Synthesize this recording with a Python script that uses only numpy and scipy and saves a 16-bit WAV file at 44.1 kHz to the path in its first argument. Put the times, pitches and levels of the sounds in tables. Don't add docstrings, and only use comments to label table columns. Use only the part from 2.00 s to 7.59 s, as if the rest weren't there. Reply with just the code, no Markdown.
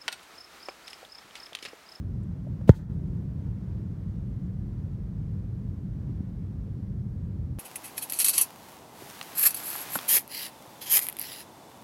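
import sys
import numpy as np
from scipy import signal
from scipy.fft import rfft, irfft, next_fast_len
from scipy.io import wavfile
from scipy.ndimage import uniform_filter1d, minimum_filter1d, map_coordinates

SR = 44100
rng = np.random.default_rng(int(sys.argv[2]) if len(sys.argv) > 2 else 0)


def unload_audio(sound):
    columns = np.transpose(np.atleast_2d(sound))
    steps = np.round(np.clip(columns, -1, 1) * 32767)
    wavfile.write(sys.argv[1], SR, steps.astype(np.int16))


N = 246424
KICK_S = 0.6926

# frequency in Hz, relative spectral density in dB.
ENGINE_SPECTRUM = [(20, -38.5), (30, -28.5), (40, -13), (48, -0.5), (62, -4.5), (100, 1.5), (140, -3),
                   (195, -5), (230, -14.5), (360, -23.5), (600, -37), (800, -46), (1200, -72)]
TYRE_SPECTRUM = [(250, -22.5), (500, -6.5), (780, -9), (970, -8), (1150, -11), (1800, -15.5), (2600, -22.5),
                 (5800, -29), (7600, -34.5), (15000, -51)]
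TICK_SPECTRUM = [(5000, -25), (7200, 1), (9500, -1), (11000, -16), (15000, -13.5)]
SOLE_SPECTRUM = [(200, -2), (550, 13), (1000, 4), (1800, -7), (3000, -24), (8000, -25), (15000, -39)]
BLADE_SPECTRUM = [(200, -6), (600, 16), (1500, -9), (2800, -4), (6000, -14), (9000, -17), (15000, -18.5)]
CRACK_SPECTRUM = [(500, -3.5), (900, 6), (1400, -0.5), (1900, -13.5), (2600, -19), (3800, -12.5),
                  (6500, -27), (9000, -34.5), (12500, -29.5), (15500, -34)]
CRUMB_SPECTRUM = [(800, -26), (2500, 4), (3600, 4), (6500, 2.5), (10000, -4), (15000, -5)]
HISS_SPECTRUM = [(1000, 0.5), (5600, 2.5), (7600, -1.5), (9200, 2), (10500, -7), (12000, 0.5), (15600, -9)]
# start in seconds, knock frequency in Hz, knock level in dB, scuff level in dB.
FOOTFALLS = [(.468, 605, -41, -55), (0.61, 520, -43.5, -49), (0.927, 535, -54, -59), (4.093, 288, -34, -62),
             (4.2036, 210, -23.5, -66)]
# frequency in Hz, level in dB, time to decay by 60 dB in seconds.
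SHELL_MODES = [(767, -23.5, 0.023), (845, -13.5, 0.013), (1210, -22.5, 0.018), (1840, -25, 0.029),
               (2220, -33.5, 0.015), (3900, -36, 0.014), (5500, -39, 0.006), (6270, -32, 0.015)]
CAVITY_MODES = [(887, -36.5, 0.21), (1490, -47, 0.19), (1700, -46, 0.15), (2060, -49, 0.18),
                (3230, -56, 0.16)]
# delay in seconds, level in dB before WALL_RESPONSE, time to decay by 60 dB in seconds.
REFLECTIONS = [(.038, -37.5, 0.1), (0.094, -39, 0.42)]
# frequency in Hz, gain in dB.
WALL_RESPONSE = [(100, -18), (400, -11), (900, 13.5), (2000, 15.5), (5000, 10), (14000, 6)]


def amp(db):
    return 10 ** (np.asarray(db) / 20)


def since(s):
    return np.maximum(np.arange(N) / SR - s, 0)


def swell(t, peak_s, order=2):
    u = t / max(peak_s, 1e-4)
    return (u * np.exp(1 - u)) ** order


def hump(s, half_s):
    return np.exp(-((since(0) - s) / half_s) ** 2)


def wobble(rate):
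    knots = rng.standard_normal(int(N * rate / SR) + 4)
    return map_coordinates(knots, [np.arange(N) * rate / SR])


def filtered(x, response):
    size = next_fast_len(N + SR // 2)
    return irfft(rfft(x, size) * response(np.fft.rfftfreq(size, 1 / SR)), size)[:N]


def coloured(x, spectrum):
    points_hz, db = np.transpose(spectrum)
    return filtered(x, lambda hz: amp(np.interp(np.log(hz + 1), np.log(points_hz + 1), db)))


def noise(spectrum, grain_db=0):
    grains = amp(grain_db * wobble(1500))
    x = coloured(rng.standard_normal(N) * grains, spectrum)
    return x / np.sqrt(np.mean(x ** 2) + 1e-20)


def traffic(engine_db=-33, tyre_db=-66, lift_db=2):
    surge_db = lift_db * hump(1.14, half_s=0.42)
    passing_db = lift_db * hump(1.58, half_s=2.9)
    engines = amp(engine_db + surge_db + 0.5 * wobble(9.8))
    tyres = amp(tyre_db + passing_db + 0.7 * wobble(7))
    return engines * noise(ENGINE_SPECTRUM) + tyres * noise(TYRE_SPECTRUM)


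def tick(start_s=0.23, db=-69):
    return amp(db) * swell(since(start_s), peak_s=0.0035, order=1) * noise(TICK_SPECTRUM)


def footsteps():
    scuff, out = noise(SOLE_SPECTRUM), np.zeros(N)
    for start_s, hz, knock_db, scuff_db in FOOTFALLS:
        t = since(start_s)
        knock = amp(knock_db) * np.sin(2 * np.pi * hz * t)
        out += swell(t, peak_s=0.0037) * (knock + amp(scuff_db) * scuff)
    return out


def turf(lead_s=0.0186, bump_hz=200, bump_db=-27, brush_db=-41):
    t = since(KICK_S - lead_s)
    bump = amp(bump_db) * np.sin(2 * np.pi * bump_hz * t)
    brush = amp(brush_db) * noise(BLADE_SPECTRUM)
    return swell(t, peak_s=0.012, order=1) * (bump + brush)


def thud(start_hz=205, end_hz=42, sag_s=0.012, db=6):
    t = since(KICK_S)
    cycles = end_hz * t + (start_hz - end_hz) * sag_s * (1 - np.exp(-t / sag_s))
    return amp(db) * swell(t, peak_s=0.0066) * np.sin(2 * np.pi * cycles)


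def slap(skin_hz=430, skin_db=2, lag_s=0.00029, crack_db=-16, spread_s=0.0011, contact_s=0.003):
    t = since(KICK_S + lag_s)
    skin = -amp(skin_db) * swell(t, peak_s=0.0016) * np.sin(2 * np.pi * skin_hz * t)
    t = since(KICK_S)
    contact = np.sqrt(1 - np.exp(-t / spread_s)) * np.exp(-(t / contact_s) ** 6)
    peeling = amp(-21) * swell(t, peak_s=0.0044, order=1)
    return skin + amp(crack_db) * (contact + peeling) * noise(CRACK_SPECTRUM)


def ring(modes):
    t = since(KICK_S)
    return sum(amp(db - 60 * t / t60) * np.sin(2 * np.pi * hz * t) for hz, db, t60 in modes)


def flex(hz=68, db=-20):
    t = since(KICK_S)
    return amp(db) * swell(t, peak_s=0.02, order=4) * np.sin(2 * np.pi * hz * t)


def crumbs(flight_s=0.069, flight_spread=0.36):
    t = since(KICK_S)
    thrown = amp(-55.5) * swell(t, peak_s=0.016)
    landing = amp(-56.5) * np.exp(-(np.log(t / flight_s + 1e-9) / flight_spread) ** 2)
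    settling = amp(-69.5) * swell(t, peak_s=0.11, order=6)
    return np.sqrt(thrown ** 2 + landing ** 2 + settling ** 2) * noise(CRUMB_SPECTRUM, grain_db=0.5)


def echoes(x):
    impulse_response = np.zeros(N)
    for delay_s, db, t60 in REFLECTIONS:
        t = since(delay_s)
        tail = (t > 0) * amp(-60 * t / t60) * rng.standard_normal(N)
        impulse_response += amp(db) * tail / np.linalg.norm(tail)
    return coloured(signal.fftconvolve(x, impulse_response)[:N], WALL_RESPONSE)


def limiter(x, ceiling=0.97, hold_s=0.192, ease_s=0.0033):
    hold, ease = int(hold_s * SR), int(ease_s * SR)
    needed = np.minimum(1, ceiling / (np.abs(x) + 1e-9))
    held = minimum_filter1d(needed, hold, origin=(hold - 1) // 2)
    return x * uniform_filter1d(minimum_filter1d(held, ease), ease)


def scene():
    ball = thud() + flex() + slap() + ring(SHELL_MODES) + ring(CAVITY_MODES)
    return (ball + echoes(ball) + turf() + crumbs() + footsteps() + tick() + traffic())[None]


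def record(dry, hiss_db=-78.5, top_hz=15730):
    heard = dry[0] + amp(hiss_db) * noise(HISS_SPECTRUM)
    return filtered(limiter(heard), lambda hz: hz < top_hz)[None]


dry = scene()
out = record(dry)
unload_audio(out)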